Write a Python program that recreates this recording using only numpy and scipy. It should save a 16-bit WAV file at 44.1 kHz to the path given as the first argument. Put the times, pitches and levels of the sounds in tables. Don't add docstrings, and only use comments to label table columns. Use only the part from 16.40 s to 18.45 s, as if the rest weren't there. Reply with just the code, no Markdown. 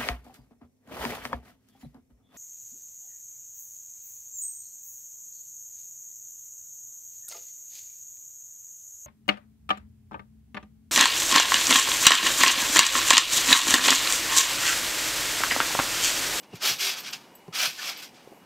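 import sys
import numpy as np
from scipy import signal
from scipy.fft import rfft, irfft, next_fast_len
from scipy.io import wavfile

SR = 44100
rng = np.random.default_rng(int(sys.argv[2]) if len(sys.argv) > 2 else 0)


def wrap_up_sound(samples):
    columns = np.atleast_2d(samples).T
    tamed = np.clip(columns, -1, 1)
    steps = np.round(tamed * 32767).astype(np.int16)
    wavfile.write(sys.argv[1], SR, steps)


def boost_factor(decibels):
    exponent = np.asarray(decibels, float) / 20
    return 10 ** exponent


N = 90404


def rms_one(x):
    return x / np.sqrt(np.mean(x ** 2) + 1e-20)


def butter(x, order, cut_hz, kind="low"):
    return signal.sosfilt(signal.butter(order, cut_hz, kind, fs=SR, output="sos"), x)


def butter_zero_phase(x, order, cut_hz, kind="low"):
    return signal.sosfiltfilt(signal.butter(order, cut_hz, kind, fs=SR, output="sos"), x)


def colour(x, points):
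    size = next_fast_len(len(x) + 4096) * 2
    hz, db = np.transpose(points)
    log_hz = np.log(np.fft.rfftfreq(size, 1 / SR) + 1)
    log_gain = np.interp(log_hz, np.log(hz), db) * np.log(10) / 20
    cepstrum = irfft(log_gain, size)
    cepstrum[1:size // 2] *= 2
    cepstrum[size // 2 + 1:] = 0
    return irfft(rfft(x, size) * np.exp(rfft(cepstrum)), size)[:len(x)]


def drift(corner_hz):
    r = np.exp(-2 * np.pi * corner_hz / SR)
    noise = rng.standard_normal(N + SR)
    settled = signal.lfilter([1], [1, -2 * r, r * r], noise)[SR:]
    return rms_one(settled)


def narrow(x, hz, width_hz):
    r = np.exp(-np.pi * width_hz / SR)
    poles = [1, -2 * r * np.cos(2 * np.pi * hz / SR), r * r]
    return signal.lfilter([(1 - r * r) / 2, 0, (r * r - 1) / 2], poles, x)


def waver(hz, waver_hz, flicker_db):
    corner_hz = 55
    level = boost_factor(flicker_db * drift(corner_hz))
    pitch_hz = hz + waver_hz * drift(corner_hz)
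    return level * np.sin(2 * np.pi * np.cumsum(pitch_hz) / SR)


def strike(times_s, levels_db, modes):
    out = np.zeros(N)
    for (hz, db, t60_s), blow_db in zip(modes, np.transpose(levels_db)):
        clicks = np.full(N, 1e-18)
        clicks[(np.asarray(times_s) * SR).astype(int)] = boost_factor(blow_db + db)
        r = boost_factor(-60 / (t60_s * SR))
        w = 2 * np.pi * hz / SR
        out += signal.lfilter([0, np.sin(w)], [1, -2 * r * np.cos(w), r * r], clicks)
    return out


def garden():
    level_db, flicker_db, flicker_corner_hz = -55, 0.8, 3.5
    # frequency [Hz], relative density [dB per Hz].
    hum_spectrum = [(20, -23), (55, -25), (90, -18), (140, -6), (270, -2.5), (600, -8), (900, -6),
                    (1350, -19.5), (2100, -16.5), (2700, -19.5), (3300, -26.5), (8000, -27.5),
                    (16500, -32.5)]
    hum = rms_one(colour(rng.standard_normal(N), hum_spectrum))
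    hum = hum * boost_factor(level_db + flicker_db * drift(flicker_corner_hz))
    insect = boost_factor(-68) * waver(2895, waver_hz=14, flicker_db=3)
    return hum + insect


def thread_slips():
    slips_per_s, spread_db, hiss_db = 16000, 2, -1.5
    clump_db, clump_corner_hz = 1.0, 90
    sizes = boost_factor(spread_db * np.minimum(rng.exponential(1, N), 5)) * rng.choice([-1, 1], N)
    slips = rms_one(sizes * (rng.random(N) < slips_per_s / SR))
    slips = slips + boost_factor(hiss_db) * rng.standard_normal(N)
    return slips * boost_factor(clump_db * drift(clump_corner_hz))


def thread_twangs(rub):
    low_hz, high_hz, width_hz = 503.7, 15214, 46.6
    level_db, twang_db, twang_corner_hz = -2.5, 4.5, 10.5
    pitches_hz = np.linspace(np.sqrt(low_hz), np.sqrt(high_hz), num=70) ** 2
    pitches_hz = pitches_hz * rng.uniform(0.99, 1.01, size=70)
    twang = boost_factor(level_db + twang_db * drift(twang_corner_hz))
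    return sum(np.roll(twang, rng.integers(N)) * narrow(rub, hz, width_hz) for hz in pitches_hz)


def drag():
    # time [s], level [dB],
    # low part and treble over or under their usual share [dB].
    strokes = [
        [(0.0, -65, 2, -7), (0.02, -76, -4, -6), (0.034, -54.5, 13, 8), (0.088, -73.5, 19, -28),
         (0.158, -46, 5, 10), (0.194, -55, 6, -6), (0.226, -29.5, 5, 7), (0.26, -23, 4.5, 7.5),
         (0.308, -23, -1.5, 5), (0.374, -42.5, 0, 7), (0.406, -29, 0, 6), (0.476, -24.5, -0.5, 5),
         (0.55, -36.5, 5, 5)],
        [(0.552, -41.5, 10, 0.5), (0.584, -33, 0.5, 4), (0.624, -47, 10.5, 6.5), (0.682, -33.5, -1.5, -2.5),
         (0.722, -51, 11, 6), (0.734, -28.5, -1.5, -2.5), (0.774, -50.5, 6, 5), (0.904, -66, 19, -4),
         (1.074, -70, 4, -2), (1.08, -59, 0.5, 6)],
        [(1.09, -71, 0.5, 0.5), (1.116, -102, 0.5, -5), (1.128, -44.5, 3, -4), (1.15, -31.5, 3, 4.5),
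         (1.252, -23.5, 3.5, 4.5), (1.344, -46.5, -0.5, 6), (1.402, -37, 3, 2.5), (1.496, -31.5, 6.5, 4),
         (1.56, -46.5, 7.5, 1)],
        [(1.565, -42, -9, -6), (1.603, -43, 7.5, 10), (1.617, -47, 6, 6), (1.635, -38.5, 4.5, 6.5),
         (1.715, -65, 0.5, 4), (1.765, -55, 7.5, -4), (1.979, -76, 24, 23), (2.05, -67, 23.5, -6)],
    ]
    # frequency [Hz], relative density [dB per Hz].
    rub_spectrum = [(120, -48), (250, -14.5), (450, -19), (700, -14.5), (1170, -8), (1540, -4.5),
                    (1960, -5.5), (2340, 1.17), (3730, -0.5), (4960, 1.15), (6300, -5.5), (7000, -7.5),
                    (9600, -15.5), (10200, -19), (10800, -15.5), (11800, -13), (14200, -17), (16200, -19)]
    # frequency [Hz], width [Hz], level [dB].
    weave_rings = [(739, 20, 5.5), (1470, 170, -36), (2210, 30, -14), (3330, 66, 1), (3860, 10, -55),
                   (5160, 90, -20), (5710, 41, 3), (6250, 270, -3), (7620, 49, 1.5)]
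    rub = colour(thread_slips(), rub_spectrum)
    rings = sum(boost_factor(db) * narrow(rub, hz, width_hz) for hz, width_hz, db in weave_rings)
    rub = rms_one(rub + thread_twangs(rub) + rings)
    low = butter_zero_phase(rub, 2, 1400)
    treble = butter_zero_phase(rub, 2, 9000, "high")
    middle = rub - low - treble
    times_s, *columns_db = np.transpose(np.concatenate(strokes))
    t = np.arange(N) / SR
    level, low_gain, treble_gain = [boost_factor(np.interp(t, times_s, db)) for db in columns_db]
    return level * (middle + low_gain * low + treble_gain * treble)


def clinks():
    # time [s], strike level [dB].
    touches = [(0.002, -55), (0.590, -53), (0.600, -43), (0.7076, -48), (0.951, -49), (0.9543, -56),
               (0.988, -68), (1.572, -48)]
    # frequency [Hz], level [dB], t60 [s].
    hook = [(13040, 3, 0.069), (15050, 2, .045), (7940, -4.5, 0.067), (12600, 4, 0.041)]
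    rise_width_hz = 260
    times_s, db = np.transpose(touches)
    levels_db = db[:, None] + rng.normal(0, 1.5, (len(times_s), len(hook)))
    out = np.zeros(N)
    for k, mode in enumerate(hook):
        out += narrow(strike(times_s, levels_db[:, [k]], [mode]), mode[0], rise_width_hz)
    return out


def spring_tones():
    # start [s], length [s], pitch [Hz], pitch waver [Hz], level [dB].
    creaks = [(0.113, 0.048, 2650, 89, -51), (0.22, 0.068, 397.4, 4.7, -43.5), (0.398, 0.12, 388, 2.8, -45),
              (1.123, .022, 1280, 40, -42), (1.385, 0.025, 1750, 13, -35), (1.377, 0.035, 1475, 14, -41)]
    t = np.arange(N) / SR
    out = np.zeros(N)
    for start_s, length_s, hz, waver_hz, db in creaks:
        swell = np.sin(np.pi * np.clip((t - start_s) / length_s, 0, 1))
        out += boost_factor(db) * swell * waver(hz, waver_hz, flicker_db=1.0)
    return out


def thuds():
    # time [s], strike level [dB], brightness (lift of the upper modes) [dB].
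    pushes = [(0.1307, -40.5, -3), (0.135, -42.5, 7), (0.14, -30.5, -11), (0.299, -46.5, 11),
              (0.31, -38, 3), (0.329, -46, -27), (1.0815, -38, -0.5), (1.0865, -34.5, -5), (1.275, -43, -8)]
    # frequency [Hz], level [dB], t60 [s].
    mat = [(147, 5, 0.029), (396, 2, 0.028), (704, -7.5, 0.044), (1020, -13, 0.045)]
    contact_cut_hz, radiates_from_hz = 1500, 102
    times_s, db, bright_db = np.transpose(pushes)
    upper = np.arange(len(mat)) > 0
    levels_db = db[:, None] + bright_db[:, None] * upper
    levels_db = levels_db + rng.normal(0, 1, levels_db.shape)
    rung = butter(strike(times_s, levels_db, mat), 2, contact_cut_hz)
    return butter(rung, 4, radiates_from_hz, "high")


def knocks():
    # time [s], level [dB], pitch [Hz].
    blows = [(1.8745, -35, 445), (1.919, -38.5, 347), (1.9255, -36.5, 646), (1.9325, -42, 500),
             (2.032, -50, 203)]
    ring_cycles = 3.9
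    out = np.zeros(N)
    for time_s, db, hz in blows:
        struck = strike([time_s], [[db + 7]], [(hz, 0, ring_cycles / hz)])
        out += narrow(struck, hz, width_hz=hz)
    return out


def scatter(x):
    level_db, t60_s, delay_s, cut_hz = -22.5, 0.12, 0.012, 2800
    t = np.arange(SR // 2) / SR
    tail = rng.standard_normal(len(t)) * boost_factor(-60 * t / t60_s) * (t > delay_s)
    tail = butter(tail, 1, cut_hz)
    tail = tail / np.sqrt(np.sum(tail ** 2))
    return boost_factor(level_db) * signal.fftconvolve(x, tail)[:N]


def scene():
    near = drag() + thuds() + knocks() + clinks() + spring_tones()
    return np.tile(near + scatter(near) + garden(), (2, 1))


def band_limit(x):
    return signal.sosfilt(signal.butter(12, 16470, fs=SR, output="sos"), x)


def record(dry):
    top_cut = signal.cheby2(14, 60, 16350, fs=SR, output="sos")
    heard = signal.sosfilt(top_cut, dry)
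    return band_limit(heard)


dry = scene()
out = record(dry)
wrap_up_sound(out)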